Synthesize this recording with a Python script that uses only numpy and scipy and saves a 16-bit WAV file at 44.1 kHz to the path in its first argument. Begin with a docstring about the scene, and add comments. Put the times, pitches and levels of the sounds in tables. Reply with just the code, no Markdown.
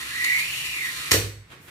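"""A gritty, rasping tone rises and falls over a workshop's low rumble: a hand cutter scores a glass sheet.
Stick-slip friction makes the tip chatter at a rate that follows the hand's speed, while brittle fracture
chips the surface. At the end of the stroke the glass snaps, rings and knocks on the wooden bench, whose
modes boom. Two soft scuffs follow as the hand and tool shift."""
import sys
import numpy as np
from scipy import signal
from scipy.fft import rfft, irfft
from scipy.io import wavfile
from scipy.ndimage import uniform_filter1d

SR = 44100
rng = np.random.default_rng(int(sys.argv[2]) if len(sys.argv) > 2 else 0)


def log_audio(samples):
    """Write samples as a 16-bit WAV file to the path given in sys.argv[1]."""
    # one column per channel
    frames = np.atleast_2d(samples).T
    # limit to full scale, then quantise
    limited = np.clip(frames, -1, 1)
    pcm = np.round(limited * 32767).astype(np.int16)
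    wavfile.write(sys.argv[1], SR, pcm)


N = 74970
T = np.arange(N) / SR

# slip rate of the tip, following the hand's speed: t/s, f/Hz
SLIP_RATE = [(0, 900), (.06, 1320), (.14, 1820), (.23, 2060), (.35, 2080), (.42, 2500), (.51, 2980),
             (.595, 2980), (.73, 2580), (.80, 2210), (.875, 1920), (1.02, 1360), (1.11, 1200)]
# loudness of the stroke, following the force on the tip: t/s, chatter level/dB, chipping level/dB
STROKE_LEVELS = [(0, -39, -32.5), (.09, -36, -36.5), (.17, -31, -34), (.25, -24, -36.5), (.355, -22, -38),
                 (.4, -24, -31), (.445, -30, -35), (.56, -31, -34.5), (.73, -31.5, -36.5),
                 (.805, -29.5, -36), (.87, -29.5, -33.5), (.94, -47, -30.5), (1.02, -35.5, -35.5),
                 (1.11, -38, -32.5)]
# normal modes of the bench with the sheet on it: f/Hz, level/dB, T60/s
LOADED_BENCH_MODES = [(57, -24.5, 0.69), (101.95, -9, 0.44), (122, -29, 0.18), (146, -13, 0.18),
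                      (310, -12, 0.34), (337.7, -13.5, 0.35), (340, -5, 0.33), (413, -11, 0.24),
                      (439.6, -21.5, 0.49), (463.2, -1, 0.13), (548, -10, 0.18), (608, -17, 0.22)]


def undb(db):
    """Amplitude ratio of a level in decibels."""
    return 10 ** (np.asarray(db) / 20)


def unit(x):
    """Normalisation to an rms of 1."""
    return x / np.sqrt(np.mean(x ** 2))


def energy_one(x):
    """Normalisation of each channel to an energy of 1."""
    return x / np.sqrt(np.sum(x ** 2, axis=-1, keepdims=True))


def curve(table, column=1):
    """Linear interpolation of one table column over time."""
    rows = np.array(table)
    return np.interp(T, rows[:, 0], rows[:, column])


def fade(t60, start=0):
    """Exponential decay from a start time, by 60 dB every t60 seconds."""
    return (T >= start) * np.exp(-np.log(1000) * np.maximum(T - start, 0) / t60)


def colour(x, spectrum):
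    """Minimum-phase filtering, at unit mean power gain, through points of f/Hz, level/dB."""
    hz, db = np.array(spectrum).T
    f = np.maximum(np.fft.rfftfreq(2 * N, 1 / SR), 1)
    bass_rolloff = f ** 2 / (f ** 2 + (hz[0] / 2) ** 2)
    gain = unit(undb(np.interp(np.log(f), np.log(hz), db)) * bass_rolloff)
    causal_cepstrum = irfft(np.log(gain)) * np.r_[1, np.full(N - 1, 2), np.zeros(N)]
    return irfft(rfft(x, 2 * N) * np.exp(rfft(causal_cepstrum)))[..., :N]


def through(x, response):
    """Convolution of a sound with an impulse response."""
    return signal.fftconvolve(np.atleast_2d(x), np.atleast_2d(response), axes=-1)[:, :N]


def wander(per_s):
    """Random fluctuation of rms 1, interpolated between per_s values a second."""
    return unit(np.interp(T * per_s, np.arange(4096), rng.standard_normal(4096)))


def diffuse(coherent_below_hz=610, bass_side_db=-14):
    """Diffuse-field noise at two points: coherent at long wavelengths, unrelated at short ones."""
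    mid, side = rfft(rng.standard_normal((2, N)))
    bass_share = 1 / (1 + (np.fft.rfftfreq(N, 1 / SR) / coherent_below_hz) ** 6)
    side = side * (1 - bass_share + bass_share * undb(bass_side_db))
    return unit(irfft(np.array([mid + side, mid - side]), N))


def ring(modes):
    """Modal superposition: an impulse response of damped sinusoids with alternating signs."""
    return sum((-1) ** k * undb(db) * np.sin(2 * np.pi * hz * T) * fade(t60)
               for k, (hz, db, t60) in enumerate(modes))


def workshop_response(right_lag_s=.00018, direct_db=-2, early_db=1.5):
    """Reverberation: direct sound, early reflections, then a tail that decays faster in the treble."""
    direct = np.zeros((2, N))
    direct[0, 0] = direct[1, int(right_lag_s * SR)] = 1
    early = energy_one(diffuse() * fade(t60=.029, start=.0007))
    noise = diffuse()
    low = signal.sosfilt(signal.butter(1, 4000, fs=SR, output="sos"), noise)
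    treble = noise - low
    tail = energy_one(low * fade(t60=.44, start=.012) + treble * fade(t60=.35, start=.012))
    return energy_one(undb(direct_db) * direct + undb(early_db) * early + tail)


def rumble():
    """Ambient noise: the workshop's low diffuse field, whose level dips briefly after the snap."""
    # spectrum of the rumble: f/Hz, level/dB
    spectrum = [(30, -13), (45, -7.5), (68, 1.5), (95, -7.5), (140, 2.5), (190, -10), (320, -9.5),
                (700, -21), (2000, -14), (5000, -28), (15000, -39)]
    # envelope of the rumble: t/s, level/dB
    levels = [(0, -48.5), (1.1, -47.5), (1.3, -55), (1.47, -55), (1.53, -47), (1.7, -52)]
    return unit(colour(diffuse(), spectrum)) * undb(curve(levels))


def chatter(rate_wander=.045, period_jitter=.105, scatter_db=2.2):
    """Stick-slip friction: the tip gives one uneven pulse per slip, faster as the hand speeds up."""
    # spectral envelope of the slips: f/Hz, level/dB
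    spectrum = [(300, -38), (800, -10.5), (1400, -7), (2100, 6), (2900, -1.5), (3350, -9.5), (4000, -10.5),
                (5200, -14.5), (15000, -16)]
    rate_hz = curve(SLIP_RATE) * (1 + rate_wander * wander(per_s=180))
    period_noise, size_noise = rng.standard_normal((N // 16, 2)).T
    slip_cycles = np.cumsum(1 + period_jitter * period_noise)
    position = np.interp(slip_cycles, np.cumsum(rate_hz) / SR, np.arange(N))
    index = position.astype(int)
    size = undb(scatter_db * size_noise) * (index < N - 1)
    slips = np.zeros(N + 1)
    np.add.at(slips, index, size * (1 - position + index))  # each pulse straddles two samples
    np.add.at(slips, index + 1, size * (position - index))
    rasp = colour(slips[:N] - uniform_filter1d(slips[:N], size=200), spectrum)
    running_rms = np.sqrt(uniform_filter1d(rasp ** 2, size=3000) + 1e-12)
    return rasp / running_rms * undb(curve(STROKE_LEVELS, column=1))


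def chipping(chips_per_s=5000, scatter_db=2, flicker_db=1.2, coarse_below_hz=3000, coarse_db_per_octave=-5):
    """Brittle fracture: tiny flakes leave the score line in a crackle that flares when a larger one goes."""
    # spectrum of the crackle: f/Hz, level/dB
    spectrum = [(150, -17), (330, -6.5), (520, -8), (720, -15), (1200, -1.5), (2200, 2), (3250, 2),
                (4100, 6), (5300, -5.5), (8000, -4), (11000, -4), (15000, -15.5)]
    # larger flakes: t/s, rise in level/dB, half-width/s
    flakes = [(0.246, 18, 0.0033), (0.393, 6, 0.0084), (0.66, 6.5, .012)]
    impulses = (rng.random(N) < chips_per_s / SR) * rng.choice([-1, 1], N)
    sizes = undb(scatter_db * np.minimum(rng.exponential(size=N), 6))
    crackle = unit(colour(impulses * sizes, spectrum))
    # a fast tip takes finer chips: the low band fades as the slip rate passes 1520 Hz
    coarse = signal.sosfiltfilt(signal.butter(4, coarse_below_hz, fs=SR, output="sos"), crackle)
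    octaves_above = np.maximum(np.log2(curve(SLIP_RATE) / 1520), 0)
    crackle = crackle + coarse * (undb(coarse_db_per_octave * octaves_above) - 1)
    flare = 1 + sum((undb(db) - 1) * np.exp(-((T - at) / width) ** 2) for at, db, width in flakes)
    grip_db = flicker_db * wander(per_s=56)
    return crackle * flare * undb(curve(STROKE_LEVELS, column=2) + grip_db)


def snap(ring_db=-17):
    """Impulsive excitation: short bursts of fracture set the sheet's modes ringing."""
    # fractures: t/s, level/dB (energy spread over 20 ms), time constant/s
    fractures = [(1.1097, -24, 0.006), (1.1154, -15.5, 0.0013), (1.1189, -18, 0.0016), (1.125, -20, 0.011),
                 (1.135, -20.5, 0.011), (1.152, -25, 0.0057)]
    # spectrum of a fracture: f/Hz, level/dB
    spectrum = [(100, -14), (400, -3), (750, -4), (1000, -3), (1400, -3), (2000, 3), (2800, 0.5),
                (4500, -1), (7000, 0.5), (10000, -4.5), (13000, -3), (15500, -8.5)]
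    # normal modes of the glass: f/Hz, level/dB, T60/s
    sheet_modes = [(1960, 12.5, 0.18), (1936, -6, 0.83), (3826, -7, 0.74), (4400, -6, 0.61),
                   (6182, -8, 0.57), (8020, 10, 0.57), (8800, 2, 0.45), (9868, -2, .2), (11500, -14, 0.12),
                   (13300, 10, 0.12)]
    bursts = np.zeros(N)
    for at, db, decay_s in fractures:
        envelope = (T >= at) * np.exp(-np.abs(T - at) / decay_s)
        bursts += undb(db) * np.sqrt(SR * .02) * energy_one(rng.standard_normal(N) * envelope)
    return colour(bursts, spectrum) + undb(ring_db) * through(bursts, energy_one(ring(sheet_modes)))


def knocks(room, room_db=-1, thud_db=-5.5, settle_s=1.433):
    """Impact: the sheet drops on the bench and rocks to rest; longer contacts excite only low modes."""
    # impacts of the sheet: t/s, impulse level/dB, contact time/s
    impacts = [(1.116, -22, 0.00095), (1.141, -17.5, 0.0004), (1.172, -24.5, 0.0026), (1.239, -28, 0.0016),
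               (1.365, -35, 0.0038)]
    # spectrum of the dull thud in each knock: f/Hz, level/dB
    thud_spectrum = [(40, -19), (60, -13), (130, 4), (210, -5.5), (330, 2.5), (500, 3), (720, -8),
                     (1500, -20)]
    force = np.zeros(N)
    for at, db, contact_s in impacts:
        pulse = np.exp(-(2 * (T - at) / contact_s) ** 2)
        force += undb(db) * pulse / pulse.sum()
    boom = through(force, ring(LOADED_BENCH_MODES))
    thud = through(force, colour(diffuse(), thud_spectrum) * fade(t60=.36))
    settling = np.where(T < settle_s, 1, fade(t60=.23, start=settle_s))
    return (boom + undb(room_db) * through(boom, room) + undb(thud_db) * thud) * settling


def scuffs(slide_start_s=1.593, slide_rise_s=.04, hiss_db=-53.5, hiss_above_hz=6940):
    """Sliding friction: hand and tool rub the sheet softly, with a thin hiss as the hand slides off."""
    # rubs: t/s, level/dB, rise time/s, T60/s
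    rubs = [(1.502, -47.5, 0.0015, .2), (1.521, -45, 0.0049, 0.29), (1.687, -42.5, 0.013, 0.13)]
    # spectrum of the rubbing: f/Hz, level/dB
    spectrum = [(100, -5), (400, 8), (800, -0.5), (2000, 2.5), (3800, -3.5), (5500, -15), (9000, -13),
                (15000, -22)]
    envelope = sum(undb(db) * np.where(T < at, np.exp(-np.abs(T - at) / rise), fade(t60, at))
                   for at, db, rise, t60 in rubs)
    hiss = signal.sosfilt(signal.butter(2, hiss_above_hz, "highpass", fs=SR, output="sos"), diffuse())
    slide = np.clip((T - slide_start_s) / slide_rise_s, 0, 1)
    return colour(diffuse(), spectrum) * envelope + undb(hiss_db) * unit(hiss) * slide


def scene(stroke_end_s=1.114, lift_s=.0048, bench_db=-20.5, right_over_left_db=1.5):
    """Superposition of the sources, a little to the right; the scoring faintly drives the bench's modes."""
    room = workshop_response()
    tip_contact = np.clip((stroke_end_s - T) / lift_s, 0, 1)
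    scoring = (chatter() + chipping()) * tip_contact
    bench = undb(bench_db) * through(scoring, energy_one(ring(LOADED_BENCH_MODES)))
    sound = through(scoring + bench + snap(), room) + knocks(room) + scuffs() + rumble()
    return sound * undb(right_over_left_db * np.array([[-.5], [.5]]))


def record(dry):
    """Band limiting: filters remove the bass below 40 Hz and the treble above 15250 Hz."""
    low_cut = signal.sosfilt(signal.butter(6, 40, "highpass", fs=SR, output="sos"), dry)
    return signal.sosfilt(signal.ellip(8, .2, 80, 15250, fs=SR, output="sos"), low_cut)


dry = scene()
out = record(dry)
log_audio(out)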